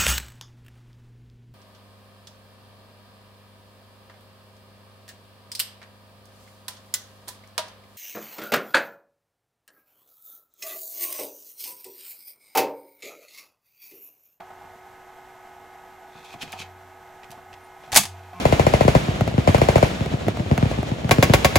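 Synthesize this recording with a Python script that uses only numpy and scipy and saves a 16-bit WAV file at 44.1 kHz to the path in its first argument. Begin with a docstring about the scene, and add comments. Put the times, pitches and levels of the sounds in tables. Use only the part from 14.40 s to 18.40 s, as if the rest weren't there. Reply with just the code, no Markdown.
"""A cooling fan hums throughout in a running computer, on which lies a bare metal drive, heard close up.
A floppy disk is slid in: its shell rubs along the guides and ticks past the shutter lever, while disk
and hand knock dully on the case. Pushed home at about 3.5 s, it trips the latch, and the carriage slams
down and sets the steel frame ringing. The case booms, and at the very end the head motor starts to buzz."""
import sys
import numpy as np
from scipy import signal
from scipy.fft import rfft, irfft
from scipy.io import wavfile

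SR = 44100
rng = np.random.default_rng(int(sys.argv[2]) if len(sys.argv) > 2 else 0)


def dump_mix(stems):
    """Bounce the given channels to the path in sys.argv[1] as a 16-bit WAV at rate SR."""
    frames = np.atleast_2d(stems).T  # one column per channel
    limited = np.clip(frames, -1, 1)  # hard clip at full scale
    pcm = np.round(limited * 32767).astype(np.int16)
    wavfile.write(sys.argv[1], SR, pcm)


N = 176400

# Coherence of the drive's sound. Each row: frequency in Hz, left-right correlation from 0 to 1.
DRIVE_COHERENCE = [(100, .95), (450, .87), (800, .9), (1500, .8), (3000, .76), (7000, .73), (12000, .76)]
# Spectrum of the plastic shell on steel. Each row: frequency in Hz, relative density in dB.
SHELL_SPECTRUM = [(200, -13), (1000, -9), (1900, -3), (2450, 3), (3200, -0.5), (4300, -5), (6700, -9),
                  (8000, -13), (12000, -17.5), (15500, -29)]


def amp(db):
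    """Amplitude grows tenfold for every 20 dB."""
    return 10 ** (np.asarray(db) / 20)


def unit(x):
    """Normalisation to an rms of 1."""
    return x / np.sqrt(np.mean(x ** 2) + 1e-20)


def at_frequency(points, hz):
    """Interpolation of a table on a logarithmic frequency axis."""
    table_hz, value = np.transpose(points)
    return np.interp(np.log(hz + 1), np.log(table_hz + 1), value)


def contour(points):
    """Linear interpolation of (seconds, value) points over the whole scene."""
    return np.interp(np.arange(N) / SR, *np.transpose(points))


def add(mix, start_s, sound):
    """Superposition: a stereo sound sums into the mix from its start time."""
    part = mix[:, max(round(start_s * SR), 0):][:, :sound.shape[1]]
    part += sound[:, :part.shape[1]]


def drift(cutoff_hz):
    """Low-pass filtered noise gives a slow random fluctuation of rms 1."""
    hz = np.fft.rfftfreq(N, 1 / SR)
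    return unit(irfft(rfft(rng.standard_normal(N)) / (1 + (hz / cutoff_hz) ** 4), N))


def colour(pair, spectrum, tilt_db=0, coherence=DRIVE_COHERENCE, balance=None):
    """Sum and difference of two independent signals give partly coherent stereo, filtered to a spectrum."""
    # The drive's balance, used by default. Each row: frequency in Hz, left minus right in dB.
    drive_balance = [(60, -1.5), (92, 1), (140, -5), (210, -0.55), (330, 3), (500, 3), (770, -1.5),
                     (1170, -1.55), (1790, -1.0), (2740, -0.5), (4190, -0.5), (6410, 1.5), (9810, 0.0),
                     (15000, -1.5)]
    n = pair.shape[1]
    hz = np.fft.rfftfreq(n, 1 / SR)
    correlation = np.clip(at_frequency(coherence, hz), -1, 1)
    lean = amp(at_frequency(balance or drive_balance, hz) / 2)
    first, second = rfft(pair)
    common, apart = first * np.sqrt(1 + correlation), second * np.sqrt(1 - correlation)
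    stereo = np.array([(common + apart) * lean, (common - apart) / lean])
    octaves = np.log2(np.maximum(hz, 600))  # the tilt acts above 600 Hz
    return unit(irfft(stereo * amp(at_frequency(spectrum, hz) + tilt_db * octaves), n))


def decay(t, t60):
    """Damping: free vibration falls exponentially, by 60 dB in t60 seconds."""
    return np.exp(-np.log(1000) * t / max(t60, 1e-3))


def ring(spectrum, t60, rise_s, tilt_db=0):
    """Modal overlap: a dense cluster of modes, struck once, sounds as a decaying burst of noise."""
    t = np.arange(SR // 5) / SR
    envelope = np.minimum(t / rise_s, 1) * decay(t, t60)
    noise = colour(rng.standard_normal((2, len(t))), spectrum, tilt_db)
    return unit(noise * envelope) * np.sqrt(np.mean(envelope ** 2))


def resonate(x, hz, width_hz):
    """Resonance selects a band about a fixed or moving frequency; the result has rms 1."""
    carrier = np.exp(2j * np.pi * np.cumsum(hz * np.ones(N)) / SR)
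    pole = np.exp(-np.pi * width_hz / SR)
    baseband = signal.lfilter([1], [1, -2 * pole, pole * pole], x / carrier)
    return unit((carrier * baseband).real)


def room(x):
    """Reverberation: a short diffuse tail builds up, and each band decays at its own rate."""
    # Each row: frequency in Hz, reverberation time in seconds.
    decay_times = [(100, 0.1), (700, 0.1), (2500, 0.22), (7000, 0.21), (14000, 0.17)]
    build_up_s = 0.017
    noise = colour(rng.standard_normal((2, SR // 2)), [(20, 0), (20000, 0)])
    hz, t, bands = signal.stft(noise, SR, nperseg=256)
    damping = np.exp(-np.log(1000) * t / at_frequency(decay_times, hz)[:, None])
    tail = signal.istft(bands * damping, SR, nperseg=256)[1]
    tail *= np.minimum(np.arange(tail.shape[1]) / SR / build_up_s, 1) ** 2
    return signal.fftconvolve(x, tail / np.linalg.norm(tail[0]), axes=1)[:, :N]


def fan():
    """Rushing air makes broadband noise; rotation adds blade and motor tones that waver together."""
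    # Spectrum of the airflow. Each row: frequency in Hz, relative density in dB.
    air_spectrum = [(25, -15), (60, -13.5), (113, -13), (170, -15), (260, -14), (340, -17.5), (420, -15.5),
                    (475, -11), (590, -19), (672, -1.5), (834, -0.5), (1040, -11), (1360, -17.5),
                    (1510, -11), (1780, -17), (2090, -15), (2260, -20), (2800, -22.5), (3500, -26),
                    (4690, -31.5), (6000, -29.5), (7830, -32), (10300, -37.5), (11300, -34), (11900, -30),
                    (12400, -34), (15800, -44)]
    # Blade and motor tones. Each row: frequency in Hz, level in dB.
    tones = [(370.4, -56.5), (479, -70), (818.5, -63.5), (1110, -69), (1269.8, -60), (1481.4, -63),
             (1693, -65.5), (1904.7, -73), (2116.4, -66.5), (7989, -84), (11795, -80), (12010, -77.5)]
    # Each row: frequency in Hz, left-right correlation from 0 to 1.
    coherence = [(60, .72), (160, .65), (270, .84), (500, .95), (760, .97), (1200, .92), (2000, .93),
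                 (3300, .84), (5500, .74), (9000, .79), (15000, .85)]
    # Each row: frequency in Hz, left minus right in dB.
    balance = [(60, -0.5), (180, -0.5), (550, -1.5), (1650, -1.0), (4970, -2), (15000, 0.5)]
    air_db, air_flutter_db, tone_flutter_db, speed_waver = -48, 0.52, 0.2, 0.0005
    out = colour(rng.standard_normal((2, N)), air_spectrum, coherence=coherence, balance=balance)
    out *= amp(air_db + air_flutter_db * drift(cutoff_hz=15))
    rotor_time = np.cumsum(1 + speed_waver * drift(cutoff_hz=3)) / SR
    for hz, db in tones:
        lean = amp(at_frequency(balance, hz) * np.array([[.5], [-.5]]))
        peak = np.sqrt(2) * amp(db + tone_flutter_db * drift(cutoff_hz=6))
        out += lean * peak * np.sin(2 * np.pi * (hz * rotor_time + rng.random()))
    return out


def head_motor():
    """Periodic excitation: even steps make a harmonic buzz, with a small rattle at each step."""
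    # Each row: multiple of the step rate, level in dB.
    harmonics = [(1, -49), (4, -51.5), (5, -56), (6, -46.5), (7, -60), (13, -59.5), (15, -59)]
    step_hz, start_s, rise_s, rattle_db = 178.8, 3.925, 0.037, -56
    t = np.arange(N) / SR
    buzz = sum(np.sqrt(2) * amp(db) * np.sin(2 * np.pi * (k * step_hz * t + rng.random()))
               for k, db in harmonics)
    pulses = np.exp(-(t * step_hz % 1) / .25)
    rattle = colour(rng.standard_normal((2, N)) * pulses, SHELL_SPECTRUM, tilt_db=-2.0)
    return (buzz + amp(rattle_db) * rattle) * np.clip((t - start_s) / rise_s, 0, 1)


def case():
    """Enclosure resonance: each knock gives a thud and a hollow ring; a low boom swells and fades."""
    # Knocks of disk and hand. Each row: start in seconds, thud level in dB, hollow ring level in dB.
    knocks = [(0.002, -52, -35.5), (0.103, -57, -40.5), (0.24, -54, -41.5), (1.752, -46, -41.5),
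              (1.938, -41, -37), (2.03, -37.5, -42), (2.134, -45.5, -33), (2.2, -42.5, -45),
              (2.893, -46, -54), (2.922, -51, -41), (2.975, -49.5, -42), (3.474, -50, -42),
              (3.497, -52, -62), (3.529, -40.5, -23.5), (3.568, -26, -18), (3.597, -31.5, -42.5),
              (3.93, -50.5, -37)]
    # Spectra of thud and hollow ring. Each row: frequency in Hz, relative density in dB.
    thud_spectrum = [(20, -32), (40, -17.5), (62, -10.5), (95, -8.5), (135, 2), (175, -5), (228, -1),
                     (340, -13.5), (600, -28), (2000, -55)]
    hollow_spectrum = [(100, -35.5), (300, -27.5), (570, -29.5), (690, 6), (860, -2), (1200, -12),
                       (2500, -22.5), (8000, -47.5)]
    # Envelope of the boom. Each row: time in seconds, relative level in dB.
    boom_levels = [(0.0, -70), (0.24, -57.5), (1.08, -84), (1.15, -64), (1.64, -73), (2.05, -64),
                   (2.1, -53), (2.27, -46.5), (2.83, -71), (3.11, -53.5), (3.21, -57), (3.27, -68),
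                   (3.46, -67), (3.59, -46.5), (3.63, -50), (3.71, -37.5), (3.84, -44.5), (4.0, -48)]
    boom_hz, boom_db, rise_s = 92, -3, 0.0029
    out, t = np.zeros((2, N)), np.arange(N) / SR
    for start_s, thud_db, hollow_db in knocks:
        add(out, start_s, amp(thud_db) * ring(thud_spectrum, t60=0.15, rise_s=rise_s))
        add(out, start_s, amp(hollow_db) * ring(hollow_spectrum, t60=0.13, rise_s=rise_s))
    boom = np.sqrt(2) * amp(boom_db + contour(boom_levels)) * np.sin(2 * np.pi * boom_hz * t)
    return out + boom


def disk():
    """Stick-slip friction: the shell rubs and faintly squeaks on the guides; light impacts make ticks."""
    # Envelopes of rubbing and squeak. Each row: time in seconds, relative level in dB.
    slide_levels = [(1.55, -88), (1.73, -62), (1.785, -53.5), (1.83, -56), (1.855, -52), (1.94, -49.5),
                    (1.975, -72), (2.02, -35.5), (2.06, -55.5), (2.11, -49), (2.165, -53.5), (2.195, -36.5),
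                    (2.218, -36.5), (2.24, -53), (2.29, -80), (2.8, -70.5), (3.37, -73), (3.45, -56),
                    (3.52, -61)]
    squeak_levels = [(3.14, -90), (3.18, -71), (3.205, -77), (3.245, -62), (3.31, -90), (3.38, -72),
                     (3.43, -74.5), (3.47, -89.5)]
    # Spectrum of the rubbing. Each row: frequency in Hz, relative density in dB.
    rub_spectrum = [(200, -9), (1300, -2), (2800, -1.5), (4200, 5), (4800, -1.5), (6300, -2), (8000, -9.5),
                    (12000, -15), (15500, -23)]
    # A resonance that sinks as the disk goes in. Each row: time in seconds, frequency in Hz.
    slot_pitch = [(1.8, 3480), (1.93, 3320), (2.07, 3050), (2.25, 3120)]
    # Ticks on guides and lever. Each row: start in seconds, level in dB, treble tilt in dB per octave,
    # 60 dB decay time in seconds.
    ticks = [(1.846, -47.5, 1.5, 0.083), (1.928, -42.5, -1, 0.062), (1.939, -44, 0, 0.042),
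             (2.013, -33, -3, 0.054), (2.0195, -31, 1, 0.057), (2.0268, -28.5, .5, 0.047),
             (2.077, -36.5, -7, 0.029), (2.1207, -32, 8, 0.02), (2.1271, -30.5, -0.5, 0.046),
             (2.219, -33.5, -4, 0.051), (2.832, -40.5, -5, 0.038), (2.843, -43.5, -1.5, 0.032),
             (2.905, -41.5, 6, 0.03), (2.914, -38.5, 7.5, 0.037), (2.927, -47, 3, .03),
             (3.129, -38.5, -4, 0.027), (3.138, -38, -4.5, 0.031), (3.436, -42, -8, 0.061)]
    slips_per_s, spread_db = 6400, 2.5
    rub_db, guide_db, slot_db = -2.5, -5, -8
    slips = (rng.random((2, N)) < slips_per_s / SR) * rng.standard_normal((2, N))
    slips *= amp(spread_db * np.minimum(rng.exponential(1, N), 4))
    rub = colour(slips, rub_spectrum)
    guide = resonate(rub, hz=2510, width_hz=460)
    slot = resonate(rub, hz=contour(slot_pitch), width_hz=600)
    squeak = resonate(rub, hz=9490, width_hz=400)
    sliding = amp(rub_db) * rub + amp(guide_db) * guide + amp(slot_db) * slot
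    out = sliding * amp(contour(slide_levels)) + squeak * amp(contour(squeak_levels))
    for start_s, db, tilt_db, t60 in ticks:
        add(out, start_s, amp(db) * ring(SHELL_SPECTRUM, t60, rise_s=0.001, tilt_db=tilt_db))
    return out


def latch_and_carriage():
    """Impact excitation: the latch trips, the carriage slams and rebounds, and the frame's modes ring."""
    # Each row: start in seconds, level in dB, treble tilt in dB per octave, 60 dB decay time in seconds,
    # rise time in seconds.
    blows = [(3.5185, -27, 0, 0.07, 0.00088), (3.523, -28, -3.5, 0.058, 0.0018),
             (3.527, -21, -3, 0.056, .002), (3.533, -21.5, -3, 0.03, .002),
             (3.5447, -17, 3.5, .026, 0.00028), (3.5522, -12.5, -1, .045, 0.00027),
             (3.560, -6.5, 0, 0.033, 0.00021), (3.5617, -5, 0, 0.051, 0.00022),
             (3.5688, -3.5, 5, 0.065, 0.00056), (3.5715, -5.5, -1.5, 0.062, 0.00079),
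             (3.574, -14, 5.5, .07, .001), (3.6335, -25, -2, 0.057, 0.00093),
             (3.653, -28.5, -1.5, 0.065, 0.00035)]
    # Spectrum of a blow. Each row: frequency in Hz, relative density in dB.
    metal_spectrum = [(30, -11), (62, 0.5), (95, -8.5), (135, -10), (250, -7), (400, -12), (580, -15.5),
                      (680, -0.5), (900, 2), (1300, -4.5), (2000, 1), (4000, 1.5), (6500, 0.5),
                      (10000, -2.5), (12500, -7.5), (15500, -13.5)]
    # Modes of the steel frame. Each row: frequency in Hz, relative level in dB, 60 dB decay time in seconds.
    frame_modes = [(669, -10.5, .09), (860, -9.5, .1), (1086, -17.5, 0.15), (1706, -17, 0.17),
                   (1954, -10.5, 0.091), (2577, -15, 0.14), (3460, -24, .2), (3640, -14.5, 0.11),
                   (4220, -13.5, .1), (4650, -13, 0.082), (6230, -9, 0.082), (6460, -15.5, .12),
                   (7070, -13, .1), (8170, -16, .09)]
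    frame_db = -37.5
    out, t = np.zeros((2, N)), np.arange(SR // 3) / SR
    for start_s, db, tilt_db, t60, rise_s in blows:
        add(out, start_s, amp(db) * ring(metal_spectrum, t60, rise_s, tilt_db))
    for hz, mode_db, t60 in frame_modes:
        # The correlation of a pure tone is the cosine of its left-right phase difference.
        phase_gap = np.arccos(np.clip(at_frequency(DRIVE_COHERENCE, hz), -1, 1))
        phases = phase_gap * np.array([[.5], [-.5]]) * rng.choice([-1, 1])
        mode = decay(t, t60) * np.exp(1j * (2 * np.pi * hz * t + phases))
        ringing = np.zeros((2, N))
        for start_s, db, *_ in blows:
            add(ringing, start_s, (amp(db) * np.exp(2j * np.pi * rng.random()) * mode).real)
        out += amp(frame_db + mode_db) * unit(ringing)
    return out


def scene():
    """Superposition of all sources; latch, carriage and disk also reverberate in a small room."""
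    room_db = -14
    drive = latch_and_carriage() + disk()
    return drive + amp(room_db) * room(drive) + case() + head_motor() + fan()


def record(dry):
    """Soft saturation rounds off the loudest peaks; a low-pass filter then limits the band."""
    cutoff_hz = 15900
    rounded = dry / (1 + dry ** 4) ** (1 / 4)
    low_pass = signal.firwin(511, cutoff_hz, window=("kaiser", 9), fs=SR)
    return signal.oaconvolve(rounded, low_pass[None], "same")


dry = scene()
out = record(dry)
dump_mix(out)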